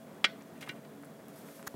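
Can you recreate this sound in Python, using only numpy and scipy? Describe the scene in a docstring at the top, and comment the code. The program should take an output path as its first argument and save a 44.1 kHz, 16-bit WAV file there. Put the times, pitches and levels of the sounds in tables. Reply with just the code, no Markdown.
"""One sharp tap on glass stands out from a low distant rumble: a crab's hard legs on a wet table outdoors,
close to the microphone. A light scrabble and a second tap follow. Each blow cracks, rings the pane and
chatters as the leg tip bounces; tiny wet ticks come between. Later a soft sliding hiss catches in a
short scuff and ends with a dull bump."""
import sys
import numpy as np
from scipy import signal
from scipy.fft import rfft, irfft
from scipy.io import wavfile
from scipy.ndimage import uniform_filter1d

SR = 44100
rng = np.random.default_rng(int(sys.argv[2]) if len(sys.argv) > 2 else 0)


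def wrap_up_sound(samples):
    """Save the sound to the file named by the first command line argument, as 16-bit audio."""
    columns = np.atleast_2d(samples).T
    # keep every value between -1 and 1, then stretch to whole-number steps
    tamed = np.clip(columns, -1, 1)
    steps = np.round(tamed * 32767).astype(np.int16)
    wavfile.write(sys.argv[1], SR, steps)


N = 77175
T = np.arange(N) / SR
FREQS = np.maximum(np.arange(N // 2 + 1) * SR / N, 1)


def undb(db):
    """Decibels to gain."""
    return 10 ** (np.asarray(db) / 20)


def along(points, hz):
    """Read a curve on a log-frequency axis."""
    f, values = np.array(points, float).T
    return np.interp(np.log(hz), np.log(f), values)


def noise(gain):
    """Noise of rms 1, shaped by a gain per frequency."""
    x = irfft(rfft(rng.standard_normal(N)) * gain, N)
    return x / x.std()


def unit(x):
    """Scale to energy 1."""
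    return x / np.sqrt(np.sum(x ** 2))


def fade(t60):
    """Exponential decay, 60 dB down after t60 seconds."""
    return np.exp(-np.log(1000) * T / t60)


def hump(hz, octaves):
    """A bell-shaped band on a log-frequency axis."""
    return np.exp(-.5 * (np.log2(FREQS / hz) / octaves) ** 2)


def click(spectrum):
    """The tightest causal pulse with this spectrum (minimum phase)."""
    cepstrum = irfft(np.log(undb(along(spectrum, FREQS))), N)
    cepstrum[1:N // 2] *= 2
    cepstrum[N // 2:] = 0
    return unit(irfft(np.exp(rfft(cepstrum)), N))


def stroke(start, length, attack_s, release_s):
    """Attack, hold and release envelope."""
    return np.clip((T - start) / attack_s, 0, 1) * np.exp(-np.maximum(T - start - length, 0) / release_s)


def add(out, start, x):
    """Mix x in from start seconds."""
    i = int(np.clip(start * SR, 0, N - 1))
    out[i:] += x[:N - i]


# Tone of the distant rumble and air: f/Hz, level/dB
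AIR_SPECTRUM = [(25, -41), (65, -30), (90, -17.5), (120, -8), (155, -2.5), (220, 1.5), (290, -8.5),
                (360, -5), (500, -6), (660, -9.5), (900, -13.5), (1700, -19), (2600, -26.5), (5000, -32),
                (11000, -32), (15500, -33)]
# Narrow drones in the bed: f/Hz, width/Hz, level/dB
DRONES = [(150.7, 0.98, -65.5), (221.6, 16, -63), (283.7, 8.8, -59), (419, 25, -69.5), (552, 3.2, -64),
          (654, 26, -62), (3350, 28, -80)]
AIR_DB, AIR_WAVER_DB = -52, 1.5


def outdoors():
    """The bed: a gently wavering rumble with a few narrow drones and faint steady hiss."""
    waver = noise(1 / (1 + (FREQS / 8) ** 4))
    air = noise(undb(along(AIR_SPECTRUM, FREQS)))
    rumble = irfft(rfft(air) / (1 + (FREQS / 2000) ** 2), N)
    hiss = air - rumble
    drones = sum(undb(db) * noise(1 / (1 + (2 * (FREQS - hz) / width) ** 2)) for hz, width, db in DRONES)
    return undb(AIR_DB) * (hiss + rumble * undb(AIR_WAVER_DB * waver)) + drones


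# Fader ride of the sliding hiss: t/s, level/dB
SLIDE_ENVELOPE = [(1.27, -94), (1.293, -64.5), (1.325, -69), (1.38, -60), (1.43, -63), (1.48, -59.5),
                  (1.52, -60), (1.57, -58.5), (1.64, -63.5), (1.75, -67.5)]
# Tone of the hiss: f/Hz, level/dB
SLIDE_SPECTRUM = [(500, -45), (1500, 2), (3000, -1.5), (6000, -1.5), (10000, 0), (14000, 1), (16000, -11)]
SLIDE_GRAIN_DB, SLIDE_SURGE_DB, SLIDE_SURGE_HZ = 0.5, 1, 25


def slide():
    """A soft rubbing hiss that surges, grained by the millisecond catches of a rough contact."""
    surge_db = SLIDE_SURGE_DB * noise(1 / (1 + (FREQS / SLIDE_SURGE_HZ) ** 4))
    hiss = noise(undb(along(SLIDE_SPECTRUM, FREQS)))
    grit = uniform_filter1d(rng.standard_normal(N), size=50)
    level_db = np.interp(T, *np.array(SLIDE_ENVELOPE).T)
    return hiss * undb(level_db + SLIDE_GRAIN_DB * grit / grit.std() + surge_db)


# Catches of the scuff, a rub and then quick snaps: t/s, level/dB, length/s, treble/dB
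SCUFF_CATCHES = [(1.667, -45, 0.0046, -1), (1.670, -47.5, 0.0032, 3), (1.6732, -28.5, 0.00045, -2.5),
                 (1.6741, -43.5, 0.001, 4), (1.6751, -49, .0008, 9), (1.6762, -39, 0.00034, 9.5),
                 (1.6771, -43, .001, 8.5), (1.6783, -31.5, 0.001, -13)]
# Tone of the scuff: f/Hz, level/dB
SCUFF_SPECTRUM = [(30, -19), (70, -2), (170, 2), (400, -26), (800, 4.5), (1600, 5), (2300, -3.5),
                  (3000, -7.5), (5000, -8.5), (6600, 0), (8500, -13), (11000, -4), (15500, -9.5)]
SCUFF_TREBLE_HZ = 3500


def scuff():
    """The slide catches: a rub builds into a few dry snaps, brightens and stops dead on a dull one."""
    grains = rng.standard_normal(N)
    dull = irfft(rfft(grains) / (1 + (FREQS / SCUFF_TREBLE_HZ) ** 4), N)
    treble = grains - dull
    grip = np.zeros(N)
    for start, db, length, treble_db in SCUFF_CATCHES:
        envelope = stroke(start, length, attack_s=0.0001, release_s=0.00041)
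        grip += undb(db) * envelope * (dull + undb(treble_db) * treble)
    return signal.fftconvolve(grip, click(SCUFF_SPECTRUM))[:N]


# Dull bumps: t/s, level/dB, f/Hz, t60/s
BUMPS = [(0.242, -15.5, 230, 0.028), (0.627, -26, 1130, 0.029), (0.674, -19, 1100, 0.1),
         (0.6929, -18, 174, 0.073), (1.034, -27, 940, 0.039), (1.487, -30.5, 1390, 0.0057),
         (1.594, -28.5, 970, 0.035), (1.628, -28.5, 1590, 0.0019), (1.7415, -23, 730, 0.0038),
         (1.7425, -14, 190, 0.065)]


def bumps():
    """Soft, quickly damped knocks, each a band-passed burst of noise."""
    out = np.zeros(N)
    spread = 2 ** 0.7  # 0.7 octaves to each side
    for start, db, hz, t60 in BUMPS:
        band = signal.butter(2, [hz / spread, hz * spread], "band", fs=SR, output="sos")
        burst = rng.standard_normal(N) * (fade(t60) + 1e-18)
        add(out, start, undb(db) * unit(signal.sosfilt(band, burst)))
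    return out


# Tiny wet ticks: t/s, level/dB, f/Hz
WET_TICKS = [(.146, -50, 7350), (0.4224, -38.5, 6640), (0.476, -46, 6500), (.5788, -43, 8100),
             (.689, -30, 11100), (1.026, -40, 11000), (1.0477, -37, 10900), (1.055, -39.5, 10000),
             (1.2836, -32, 12200), (1.3625, -40, 11000), (1.3876, -36, 12000), (1.6277, -34, 7400)]


def wet_ticks():
    """Small high snaps of the wet film on the glass."""
    out = np.zeros(N)
    for start, db, hz in WET_TICKS:
        snap = noise(hump(hz, octaves=0.29)) * fade(t60=0.0036)
        add(out, start, undb(db) * unit(snap))
    return out


# Modes of the pane: f/Hz, level struck at the first spot/dB, level at the second spot/dB, t60/s
PANE_MODES = [(1272, -2, -16, .04), (1380, -2, -15, .04), (1497, -7, -3.5, .13), (1625, -12, -15, .08),
              (1886, -1, 0, .08), (1996, -14, -9, .11), (2134, -1, -1, .085), (2235, -8, -11, .065),
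              (2350, 4, 4, .058), (2434, -4, -7, .06), (2702, 3, -10, .048), (2808, -9, 2, .075),
              (2964, 2, -9, .048), (3110, -1, -4, .052), (3316, 6, -5, .056), (3570, -4, -3, .042),
              (3947, 1, -2, .05), (4441, -8, -16, .058), (4678, -9, -18, .058), (4903, -8, -16, .055),
              (5091, -7, -13, .06), (5520, -13, -13, .066), (5920, -12, -12, .06)]
PANE_DB, PANE_BUILD_S = -25.5, 0.0007


def pane(place):
    """The clear ring of the glass; the place struck (first spot 0, second spot 1) balances its modes."""
    modes = np.zeros(N)
    for k, (hz, first_db, second_db, t60) in enumerate(PANE_MODES):
        gain = undb(np.interp(place, [0, 1], [first_db, second_db]))
        polarity = (-1) ** k  # neighbouring modes swing in opposite directions
        modes += polarity * gain * np.sin(2 * np.pi * hz * T) * fade(t60)
    return undb(PANE_DB) * modes * (1 - np.exp(-T / PANE_BUILD_S))


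# Skids of a leg tip: t/s, level/dB, length/s, treble/dB
SCRAPES = [(0.556, -62, 0.027, -14), (0.608, -52, 0.0072, -4), (0.620, -57, .006, -13),
           (0.623, -52, 0.004, -12), (0.637, -70, 0.0107, -2), (0.661, -56.5, 0.06, -12),
           (0.759, -63, 0.015, -15)]
SCRAPE_RASP_DB, SCRAPE_RING_DB = -6.5, -4


def scrapes():
    """A tip skids briefly: a rasp with a bright edge that also rings the pane's modes."""
    band = hump(hz=2080, octaves=0.58)
    treble = noise(hump(hz=7500, octaves=0.89))
    rasp = undb(SCRAPE_RASP_DB) * noise(band)
    ring = undb(SCRAPE_RING_DB) * noise(band * abs(rfft(pane(place=0.61))))
    out = np.zeros(N)
    for start, db, length, treble_db in SCRAPES:
        envelope = stroke(start, length, attack_s=0.0012, release_s=0.013)
        out += undb(db) * envelope * (rasp + ring + undb(treble_db) * treble)
    return out


# Tone of the contact's crack: f/Hz, level/dB
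CRACK_SPECTRUM = [(30, -44), (100, -37), (250, -8), (900, -7.5), (1500, -2), (3000, 1.5), (4500, -7),
                  (8000, -14.5), (15000, -22.5)]
# Tone of the dense ring of pane and shell: f/Hz, level/dB
RING_SPECTRUM = [(60, -40), (110, -46), (230, -15.5), (450, -19), (900, -25), (1400, -4), (2400, -4.5),
                 (3300, 0), (4500, -1.5), (6500, -4.5), (9000, -11), (15000, -39)]
# Decay of that ring: f/Hz, t60/s
RING_DECAY = [(200, 0.2), (900, 0.12), (2000, 0.017), (5000, 0.035), (14000, 0.04)]
CRACK_DB, RING_DB, TAIL_DB = -4.5, -6, -17


def knock():
    """One hit of shell on glass: a crack for attack, a dense short ring for body, and a faint tail."""
    tone = undb(along(RING_SPECTRUM, FREQS))
    ring_spectrum = rfft(rng.standard_normal(N)) * tone
    ring = np.zeros(N)
    for hz in np.geomspace(125, 16000, 8):  # each octave dies at its own rate
        band = np.maximum(1 - abs(np.log2(FREQS / hz)), 0)
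        ring += irfft(ring_spectrum * band, N) * fade(along(RING_DECAY, hz))
    tail = noise(tone * hump(hz=1820, octaves=0.96)) * fade(t60=0.28)
    return undb(CRACK_DB) * click(CRACK_SPECTRUM) + undb(RING_DB) * unit(ring) + undb(TAIL_DB) * unit(tail)


def push(contact_ms):
    """Force of one contact: the longer, the duller."""
    force = np.exp(-T / (contact_ms / 1000 / 2))
    return force / force.sum()


# Leg tips hitting the glass:
# t/s, level/dB, contact/ms, chatter/dB, chatter delay/ratio, pane modes/dB, place/0..1
LEG_TAPS = [(0.2424, 0.5, 0.076, -2, 1.5, 2.5, 0), (0.409, -39, 0.099, 4.5, 0.86, -6, .5),
            (.6115, -35.5, 0.039, 7, 1.66, -10, 0.56), (0.6262, -22, 0.18, 0, .9, 3, .4),
            (0.692, -16, 0.055, -15, 1.35, 2.5, 1), (0.849, -36.5, 0.091, -9, 0.78, -1.5, 0.6)]
# Bounces, scaled by each blow's own settings: delay/s, level/dB, contact length/ratio
CHATTER = [(.0006, -1, 1), (.0016, 5.5, 2), (.0029, -7, 2.4), (.0051, 3.5, 2.4)]


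def leg_taps():
    """Each blow knocks and rings the pane, then the tip chatters in quick knocks that grow duller."""
    ringing, contacts = np.zeros(N), np.zeros(N)
    for start, db, contact_ms, chatter_db, stretch, modes_db, place in LEG_TAPS:
        force = push(contact_ms)
        add(ringing, start, undb(db + modes_db) * signal.fftconvolve(force, pane(place)))
        add(contacts, start, undb(db) * force)
        for delay, bounce_db, lengthen in CHATTER:
            bounce = undb(db + chatter_db + bounce_db) * push(contact_ms * lengthen)
            add(contacts, start + delay * stretch, bounce)
    return ringing + signal.fftconvolve(contacts, knock())[:N]


def scene():
    """Close taps, scrapes and ticks on glass, then a soft hiss and a scuff, over the outdoor bed; mono."""
    return (outdoors() + leg_taps() + scrapes() + wet_ticks() + bumps() + slide() + scuff())[None]


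def record(dry):
    """A steep high cut at 15.8 kHz."""
    high_cut = signal.ellip(10, .2, 70, 15800, fs=SR, output="sos")
    return signal.sosfilt(high_cut, dry)


dry = scene()
out = record(dry)
wrap_up_sound(out)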